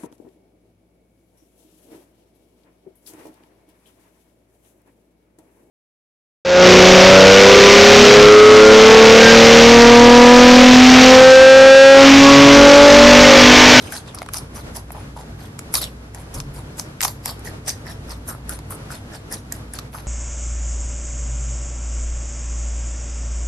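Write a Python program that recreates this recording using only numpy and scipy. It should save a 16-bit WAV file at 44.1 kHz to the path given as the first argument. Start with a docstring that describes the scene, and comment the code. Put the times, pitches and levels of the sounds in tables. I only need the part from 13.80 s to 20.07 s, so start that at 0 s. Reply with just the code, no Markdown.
"""A panda on a wooden deck outdoors bites a bamboo shoot and chews, about five strokes a second.
Throughout: a far rumble of filtered noise, a wavering sine drone and a faint hiss of open air.
From the start each stroke crushes a swarm of wet fibres, and most come with a wet smack of the mouth.
Bundles snap as short ringing bursts, thickest at 0.1-0.6, 1.9-2.0 and 3.2-3.3 s.
Near 2.6 s the planks boom softly under the animal's weight.
"""
import sys
import numpy as np
from scipy import signal
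from scipy.fft import rfft, irfft
from scipy.io import wavfile

SR = 44100
rng = np.random.default_rng(int(sys.argv[2]) if len(sys.argv) > 2 else 0)


def to_wav(sig):
    """Store sig (one row per channel, or 1-D mono) as 16-bit WAV at the path in sys.argv[1].

    Samples outside -1..1 are clipped; the rate is SR.
    """
    pcm = np.clip(np.atleast_2d(sig), -1, 1) * 32767
    pcm = np.round(pcm).astype(np.int16)
    wavfile.write(sys.argv[1], SR, pcm.T)  # frames by channels


N = 276490
TIME_S = np.arange(N) / SR

# Jaw strokes. Each row: start of full pressure in seconds, hold in ms, crunch level in dB,
# brightness in dB per octave, ring of thick fibres in Hz, ring of thin fibres in Hz.
JAW_STROKES = [(0.005, 125, -47, -3.5, 4000, 11100), (0.127, 41, -35, -1.5, 5570, 10500),
               (0.276, 6.1, -45, -8.5, 3640, 9800), (0.343, 48, -58, -12, 5600, 10000),
               (0.541, 31, -34.5, 0, 6100, 10500), (0.753, 42, -45, 0, 5430, 10800),
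               (0.957, 1.8, -35.5, 2.5, 4700, 10300), (1.124, 7.5, -59, 3, 4300, 10900),
               (1.16, 59, -55.5, 0, 3380, 10500), (1.367, 40, -52, 5, 6040, 10200),
               (1.595, 61, -53, 0, 4600, 11800), (1.943, 31, -26.5, 2.5, 4800, 11600),
               (2.016, 12.7, -30.5, -2, 3960, 11300), (2.348, 71, -54, 4, 4940, 9900),
               (2.545, 31, -40, 2.5, 5550, 10600), (2.751, 33, -46.5, 3.5, 4800, 10400),
               (2.985, 6.8, -36, 5, 6900, 7700), (3.236, 8.8, -28, 0, 5630, 11900),
               (3.269, 8.8, -33.5, 5, 4800, 11500), (3.452, 44, -35.5, -1.5, 5260, 11600),
               (3.655, 19, -41, -0.5, 5740, 10900), (3.881, 4.8, -24.5, -1.5, 5460, 8500),
               (4.066, 46, -47, -3, 4720, 10800), (4.29, 34, -43.5, -2, 5030, 10600),
               (4.483, 12, -33.5, 6.5, 5700, 10500), (4.698, 37, -41, 3.5, 5300, 10100),
               (4.908, 15, -40.5, 12.5, 5930, 9800), (5.107, 54, -44.5, -0.5, 5060, 10000),
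               (5.333, 24, -47.5, -4, 5230, 7700), (5.519, 26, -36, 1.5, 5160, 9800),
               (5.728, 26, -48.5, 5, 5140, 10600), (5.939, 22, -46.5, -2.5, 4800, 10500),
               (6.138, 55, -46, 5, 5600, 10500)]
# Snapping fibre bundles. Each row: time in seconds, snap level in dB, brightness in dB per octave, # ring of
# the bundle in Hz, knock level in dB, knock pitch in Hz. The knock is mostly the shoot's; # the dull knocks
# near 0.42-0.49 s are clacks of the teeth.
BUNDLE_SNAPS = [(0.1222, -18, 5, 11300, -24, 1500), (0.1654, -21, -2, 4500, -35, 950),
                (0.3475, -20.5, 8, 9800, -30.5, 1160), (0.387, -22, -3, 5330, -39, 1080),
                (0.4185, -25, -6, 10300, -16.5, 590), (0.4288, -29, -9, 10000, -24, 820),
                (0.4621, -29.5, -5, 4000, -30, 900), (0.488, -26.5, -15, 8800, -20.5, 1110),
                (0.5362, -12.5, 0, 11400, -28, 1030), (0.543, -15, 5, 4820, -20.5, 1290),
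                (0.571, -19, 3, 6100, -38, 1000), (0.5833, -21, -1, 9400, -30, 870),
                (0.9686, -17.5, 3, 9900, -36, 940), (1.105, -37, -9, 10900, -24.5, 730),
                (1.12, -22.5, 19, 10600, -50, 800), (1.7913, -15, 0.5, 7300, -27, 1280),
                (1.9404, -3, 6, 11100, -14.5, 1150), (1.9453, -9.5, 8, 4800, -24, 880),
                (1.9536, -4, -0.5, 4370, -15, 990), (1.9653, -17, 0, 4900, -25, 890),
                (1.981, -20, 5, 11000, -23, 1020), (2.0144, -22, -2, 4400, -29, 1400),
                (2.0409, -13.5, 1, 3600, -32, 1170), (2.3474, -23, 9, 5970, -30, 1600),
                (2.6022, -18, -4.5, 5800, -30, 1130), (2.9963, -11, -1.5, 5080, -24.5, 950),
                (3.207, -8, -7, 8000, -16.5, 1340), (3.2151, -7.5, -2.5, 12500, -20, 1170),
                (3.2266, -9, -4, 7740, -21, 1010), (3.2335, -5, -4, 7500, -23, 900),
                (3.248, -8, -5, 11600, -37, 1000), (3.251, -8, 4, 5200, -8.5, 870),
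                (3.281, -14.5, 3, 4800, -19, 806), (3.458, -9, 0, 11200, -20.5, 1000),
                (3.492, -21, -3, 4400, -25, 900), (3.594, -31.5, 2, 11000, -49, 900),
                (3.8806, -16.5, 9.5, 5500, -20.5, 735), (3.9024, -15, -5, 5400, -44, 940),
                (4.6937, -15, 5, 10700, -27, 1380), (4.79, -28.5, 8, 4050, -31, 700),
                (4.907, -20, 24, 10200, -44, 1000), (5.5254, -15.5, 13, 10400, -42, 1500),
                (5.724, -14, 4, 7500, -44, 800), (5.9361, -19.5, 11, 10100, -36, 1610),
                (5.9882, -16.5, -3.5, 4300, -24, 1180)]
# Wet smacks of lips and tongue. Each row: time in seconds, hold in ms, level in dB, mouth resonance in Hz.
WET_SMACKS = [(0.123, 56, -39.5, 1630), (0.343, 39, -42.5, 1160), (0.541, 65, -43, 1180),
              (0.758, 15, -37.5, 1170), (0.958, 11, -35.5, 860), (1.148, 43, -40, 824),
              (1.364, 37, -40, 870), (2.347, 42, -43.5, 880), (2.547, 60, -45.5, 1120),
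              (2.765, 31, -47, 1050), (3.229, 47, -35.5, 985), (3.457, 54, -38.5, 1100),
              (3.655, 19, -37.5, 1850), (3.879, 18, -37, 1800), (4.058, 21, -36.5, 1800),
              (4.286, 45, -45.5, 1250), (4.483, 36, -35.5, 1350), (4.582, 4.5, -49, 960),
              (4.693, 15, -35.5, 1450), (4.906, 18, -37.5, 1300), (5.104, 19, -37, 1460),
              (5.319, 41, -45.5, 1670), (5.508, 41, -41, 1780), (5.719, 8, -40, 1740),
              (5.937, 16, -42, 1620), (6.145, 4.8, -32.5, 1200), (6.168, 22, -48, 1200)]
# Resonances of breaking fibres. Each row: centre in Hz, width in Hz, level in dB.
FIBRE_MODES = [(2420, 1070, -7.5), (3730, 1160, -5.5), (5160, 530, -1.5), (6500, 620, -4.5),
               (8140, 1550, 1), (10300, 1100, -4.5), (10860, 1500, 1.5), (12250, 1100, -8.5)]
# Resonances of the shoot held in the jaws. Each row: centre in Hz, width in Hz, level in dB.
SHOOT_MODES = [(573, 155, 9), (767, 185, 8), (977, 170, 2.5), (1280, 450, 7), (1980, 440, 2.5),
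               (2270, 2000, 8)]
# Resonances of the shoot's hard wall. Each row: centre in Hz, width in Hz, level in dB.
WALL_MODES = [(2160, 350, 9), (3180, 2300, -5)]
# Stereo width of the eating sounds. Each row: frequency in Hz, side minus mid in dB.
EATING_WIDTH = [(400, -14), (750, -16.5), (1100, -1.5), (1900, -8), (2800, 2), (4900, -7), (7000, 0),
                (12500, -3)]
# Dull bumps of the body on the deck. Each row: time in seconds, level in dB, seconds to fall 60 dB.
DECK_BUMPS = [(2.544, -20.5, 0.5), (2.586, -40, 4), (2.639, -29, 0.5)]
# Modes of the deck. Each row: frequency in Hz, level in dB.
DECK_MODES = [(42, -9), (100, -16.5), (135, -4), (190, -25), (240, -18.5), (298, -21)]
# Level of the far drone. Each row: time in seconds, level in dB.
DRONE_LEVEL = [(0.0, -56), (0.78, -40.5), (1.55, -40), (1.83, -51), (1.99, -39), (2.86, -41), (2.88, -50),
               (3.65, -41.5), (3.98, -50), (4.33, -35.5), (4.49, -40), (4.57, -47), (4.66, -34),
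               (5.15, -49), (5.57, -44.5), (5.88, -38.5), (6.02, -44), (6.27, -40.5)]
# Humps of the far rumble. Each row: centre in Hz, width in Hz, level in dB.
RUMBLE_HUMPS = [(98.4, 9.3, -44.5), (136.4, 17, -46.5), (236.1, 37, -50), (297, 15.6, -54), (436.4, 7, -57)]
# Spectral shape of the open air. Each row: frequency in Hz, relative density in dB per Hz.
AIR_SHAPE = [(20, -31), (31, -3.5), (45, -8), (75, -1.5), (130, -1), (257, -8.5), (470, -11), (800, -16.5),
             (1370, -18), (3000, -26.5), (5500, -30), (9000, -35.5), (11500, -33.5), (13000, -45.5)]
# Stereo width of the open air. Each row: frequency in Hz, side minus mid in dB.
AIR_WIDTH = [(80, -48), (170, -20.5), (370, -5), (670, -4.5), (2250, 5), (7000, 2)]

# Pulp grows with the crunch, less steeply: PULP_DB goes with a usual crunch.
PULP_DB, USUAL_CRUNCH_DB, PULP_DB_PER_DB = -39.5, -35, 0.42
# Usual stroke, ms per 20 dB; both times halve for each QUICKER_DB more crunch.
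JAW_CLOSE_MS, JAW_RELEASE_MS, QUICKER_DB = 20.4, 45, 97
# Pitches sink as the jaws close and pass their nominal value at PITCH_AT_MS.
RING_SINK_OCT_PER_S, MOUTH_SINK_OCT_PER_S, PITCH_AT_MS = 9.4, 0.9, 14
SMACK_RISE_MS, SMACK_FALL_MS = 4.0, 52  # per 20 dB
STRAIN_S = 0.002  # build-up of single breaks before a tear
NEAR_DB, NEAR_T60_S = -8.0, 0.018  # close reflections: weak and brief
DRONE_HZ = 58.13
AIR_DB = -38.5
CUTOFF_HZ = 13000


def chewing(ring_db=-4.0, ring_width_hz=700, ring_db_per_bright=-0.96, ring_lag_ms=5,
            thin_db=-4.0, thin_width_hz=1300, thin_db_per_bright=0.6, crisp_db=1.5):
    """Strokes crush fibres: crisp swarm, high thin ring, sinking thick ring, dull pulp. Hard is quicker."""
    out = np.zeros((2, N))
    ms = np.arange(-SR // 10, SR // 4) * 1000 / SR
    size = len(ms)
    for start_s, hold_ms, level_db, bright, thick_hz, thin_hz in JAW_STROKES:
        effort_db = level_db - USUAL_CRUNCH_DB
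        slowness = 2 ** (-effort_db / QUICKER_DB)
        force = pressure(ms, JAW_CLOSE_MS * slowness, hold_ms, JAW_RELEASE_MS * slowness)

        crisp_push = force * fractures(size, per_s=830, spread_db=2.0, clump_db=2.0)
        modes = FIBRE_MODES + strands(level_db=-3.0, width_hz=58)
        crisp = body(crisp_push, modes, bright, scatter=0.061)

        thin_push = force * fractures(size, per_s=980, spread_db=1.5, clump_db=6.5)
        thin = body(thin_push, [(thin_hz, thin_width_hz, 0)], scatter=0.011)

        late_force = np.interp(ms - ring_lag_ms, ms, force)
        thick_push = late_force * fractures(size, per_s=930, spread_db=2.0, clump_db=3.5)
        thick = sinking(thick_push, ms, thick_hz, RING_SINK_OCT_PER_S, ring_width_hz)

        fibres = from_db(crisp_db) * crisp
        fibres = fibres + from_db(thin_db + thin_db_per_bright * bright) * thin
        fibres = fibres + from_db(ring_db + ring_db_per_bright * bright) * thick
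        fibres = scattered(fibres, NEAR_DB, NEAR_T60_S)

        pulp_push = force * fractures(size, per_s=1000, spread_db=2.5, clump_db=1.5)
        pulp = body(pulp_push, SHOOT_MODES, scatter=0.13)
        pulp_db = PULP_DB + PULP_DB_PER_DB * effort_db
        add(out, start_s + ms[0] / 1000, from_db(level_db) * fibres + from_db(pulp_db) * pulp)
    return out


def cracking(snap_s=0.0003, give_s=0.00018, knock_s=0.00087, clack_s=0.00046, crisp_db=-2.5,
             ring_db=-2.5, ring_width_hz=1300, splinter_db=-15.0, splinter_s=0.0057,
             knock_width_hz=330, overtone_ratio=1.38, overtone_db=-12.5, clack_db=-6.5):
    """Single fibres give, the bundle tears and rings; shoot knocks, wall clacks, splinters follow."""
    out = np.zeros((2, N))
    t = np.arange(-SR // 100, SR // 25) / SR
    before, after = np.maximum(-t, 0), np.maximum(t, 0)
    for snap_at_s, level_db, bright, ring_hz, knock_db, knock_hz in BUNDLE_SNAPS:
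        splinter_swell = np.exp(-before / STRAIN_S - after / splinter_s)
        splinters = splinter_swell * fractures(len(t), per_s=1400, spread_db=2.5, clump_db=7.0)
        tear = np.exp(-before / give_s - after / snap_s) + from_db(splinter_db) * splinters
        crisp = body(tear, FIBRE_MODES, bright, scatter=0.055)
        ring = body(tear, [(ring_hz, ring_width_hz, 0)], scatter=0.009)
        snap = from_db(crisp_db) * crisp + from_db(ring_db) * ring

        overtone = (overtone_ratio * knock_hz, knock_width_hz, overtone_db)
        knock_push = (t >= 0) * np.exp(-after / knock_s)
        knock = body(knock_push, [(knock_hz, knock_width_hz, 0), overtone])
        clack = body((t >= 0) * np.exp(-after / clack_s), WALL_MODES, scatter=0.029)

        crack = from_db(level_db) * snap + from_db(knock_db) * (knock + from_db(clack_db) * clack)
        add(out, snap_at_s + t[0], scattered(crack, NEAR_DB, NEAR_T60_S))
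    return out


def smacking(mouth_db=-2.0, mouth_width_hz=290, throat_hz=740, throat_width_hz=330,
             throat_db=-8.0, soft_hz=2700, parting_db=4.5, parting_ms=3.1):
    """Lips and tongue part; bursting saliva films ring the closing mouth and the cavity behind it."""
    out = np.zeros((2, N))
    ms = np.arange(-SR // 50, SR // 4) * 1000 / SR
    parting = from_db(parting_db) * (ms >= 0) * np.exp(-np.abs(ms) / parting_ms)
    for start_s, hold_ms, level_db, mouth_hz in WET_SMACKS:
        opening = pressure(ms, SMACK_RISE_MS, hold_ms, SMACK_FALL_MS)
        pops = parting + opening * fractures(len(ms), per_s=650, spread_db=1.0, clump_db=3.0)
        mouth = sinking(pops, ms, mouth_hz, MOUTH_SINK_OCT_PER_S, mouth_width_hz)
        throat = body(pops, [(throat_hz, throat_width_hz, 0)], scatter=0.13)
        smack = from_db(mouth_db) * mouth + from_db(throat_db) * throat
        add(out, start_s + ms[0] / 1000, from_db(level_db) * smack)
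    # soft flesh absorbs the treble
    return signal.sosfilt(signal.butter(6, soft_hz, fs=SR, output="sos"), out)


def pressure(ms, rise_ms, hold_ms, fall_ms):
    """Force rises, holds and lets go exponentially; rise and fall are per 20 dB."""
    rising = np.maximum(-ms, 0) / max(rise_ms, 2)
    falling = np.maximum(ms - max(hold_ms, 0), 0) / max(fall_ms, 10)
    return from_db(-20 * (rising + falling))


def fractures(size, per_s, spread_db, clump_db):
    """A clumped swarm of tiny breaks of uneven size, rms 1."""
    uneven_db = spread_db * np.minimum(rng.exponential(1, size), 4)
    sizes = from_db(uneven_db + clump_db * drift(210.4, size))
    return rms_one(sizes * (rng.random(size) < per_s / SR))


def strands(level_db, width_hz, count=8):
    """Taut strands, new in every stroke, ring at narrow pitches of their own."""
    return [(hz, width_hz, level_db) for hz in rng.uniform(4498, 11800, count)]


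def body(push, modes, bright=0, scatter=0.043):
    """Impulses strike every mode with random strength per side; mode pitches scatter. Energy is kept."""
    out = 0
    for hz, width_hz, level_db in modes:
        centre_hz = min(hz * np.exp(scatter * rng.standard_normal()), .45 * SR)
        strikes = push * rng.standard_normal((2, len(push)))
        rung = resonate(resonate(strikes, centre_hz, width_hz), centre_hz, 3 * width_hz)
        tilt_db = bright * np.log2(hz / modes[0][0])
        out = out + rms_one(rung) * from_db(level_db + tilt_db)
    return rms_one(out) * np.sqrt(np.mean(push ** 2))


def sinking(push, ms, hz, octaves_per_s, width_hz):
    """Impulses ring a resonance whose pitch sinks through the stroke. Energy is kept."""
    pitch_hz = hz * 2 ** (-octaves_per_s * (np.clip(ms, 0, 80) - PITCH_AT_MS) / 1000)
    # filter at 0 Hz in a frame turning with the pitch
    turn = np.exp(2j * np.pi * np.cumsum(pitch_hz) / SR)
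    poles = np.poly(np.exp(-np.pi * width_hz * np.array([1, 2]) / SR))
    strikes = push * rng.standard_normal((2, len(push)))
    rung = signal.lfilter([1], poles, strikes / turn + 1e-18) * turn
    return rms_one(rung.real) * np.sqrt(np.mean(push ** 2))


def resonate(x, hz, width_hz):
    """A two-pole resonance with gain 1 on top."""
    r = np.exp(-np.pi * width_hz / SR)
    zeros = np.array([1, 0, -1]) * (1 - r * r) / 2
    poles = [1, -2 * r * np.cos(2 * np.pi * hz / SR), r * r]
    return signal.lfilter(zeros, poles, x + 1e-18)


def scattered(sound, near_db, t60_s):
    """Paws and deck add close reflections, drawn anew per side and per sound."""
    near = np.array([echoes(side, t60_s, delay_s=0.001)[:len(side)] for side in sound])
    return sound + from_db(near_db) * near


def echoes(x, t60_s, delay_s):
    """Dense reflections that die away, with the energy of the sound itself."""
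    t = np.arange(int(t60_s * SR) + 2) / SR
    tail = rng.standard_normal(len(t)) * from_db(-60 * t / t60_s)
    response = np.concatenate([np.zeros(int(delay_s * SR)), tail / np.linalg.norm(tail)])
    return signal.fftconvolve(x, response)[:N]


def enclosure(x, far_db=-17.5):
    """The yard adds a faint tail; stereo width varies by band."""
    tail = np.array([echoes(side, t60_s=0.25, delay_s=0.011) for side in x])
    left, right = x + from_db(far_db) * tail
    return widened(rfft(left + right), rfft(left - right), EATING_WIDTH) / np.sqrt(2)


def widened(mid, side, width_table):
    """Mid and side spectra to left and right, in the width table's proportion."""
    width = from_db(at_hz(width_table, np.arange(N // 2 + 1) * SR / N))
    return irfft((mid + width * side * [[1], [-1]]) / np.hypot(1, width), N)


def deck(width_hz=14):
    """Noise rings the plank modes: soft, rough booms as the animal shifts its weight."""
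    out = np.zeros((2, N))
    t = np.arange(SR // 2) / SR
    for start_s, level_db, t60_s in DECK_BUMPS:
        push = rng.standard_normal(2 * len(t))
        boom = 0
        for hz, mode_db in DECK_MODES:
            rung = resonate(resonate(push, hz, width_hz), hz, 2 * width_hz)
            boom = boom + from_db(mode_db) * rms_one(rung[len(t):])  # skip the filter's build-up
        swell = 1 - np.exp(-t / 0.013)
        add(out, start_s, boom[None] * from_db(level_db - 60 * t / t60_s) * swell)
    return out


def far_rumble(waver_hz=0.63):
    """A distant machine drones as a wavering sine among humps of low noise."""
    level = from_db(np.interp(TIME_S, *np.transpose(DRONE_LEVEL)))
    pitch_hz = DRONE_HZ + waver_hz * drift(6.14)
    drone = np.sqrt(2) * np.sin(2 * np.pi * np.cumsum(pitch_hz) / SR)
    humps = 0
    for hz, width_hz, hump_db in RUMBLE_HUMPS:
        noise = resonate(resonate(rng.standard_normal(N), hz, width_hz), hz, 2 * width_hz)
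        humps = humps + from_db(hump_db) * rms_one(noise)
    return level * drone + humps


def open_air(flutter_db=2.0):
    """Diffuse noise of drifting level, alike on both sides only in the bass."""
    hz = np.arange(N // 2 + 1) * SR / N
    mid, side = rfft(rng.standard_normal((2, N))) * from_db(at_hz(AIR_SHAPE, hz))
    air = widened(mid, side, AIR_WIDTH)
    return from_db(AIR_DB + flutter_db * drift(16)) * rms_one(air)


def drift(rate_hz, size=N):
    """Slow chance with spread about 1: random points joined by lines."""
    steps = np.arange(size) * rate_hz / SR
    count = int(steps[-1]) + 2
    return np.interp(steps, np.arange(count), rng.standard_normal(count))


def from_db(db):
    """Decibels to gain."""
    return 10 ** (np.asarray(db) / 20)


def rms_one(x):
    """Scale to rms 1."""
    return x / np.sqrt(np.mean(x ** 2) + 1e-20)


def at_hz(points, hz):
    """Read a table on a log-frequency axis."""
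    table_hz, values = np.array(points).T
    return np.interp(np.log(np.maximum(hz, 1)), np.log(table_hz), values)


def add(out, start_s, sound):
    """Mix a stereo sound in at start_s, cut to the scene's bounds."""
    start = round(start_s * SR)
    sound = sound[:, max(-start, 0):N - start]
    first = max(start, 0)
    out[:, first:first + sound.shape[1]] += sound


def scene():
    """The eating animal in front of the background."""
    eating = enclosure(chewing() + smacking() + cracking())
    return eating + deck() + far_rumble() + open_air()


def record(dry):
    """The top is cut steeply."""
    return signal.sosfilt(signal.butter(20, CUTOFF_HZ, fs=SR, output="sos"), dry)


dry = scene()
out = record(dry)
to_wav(out)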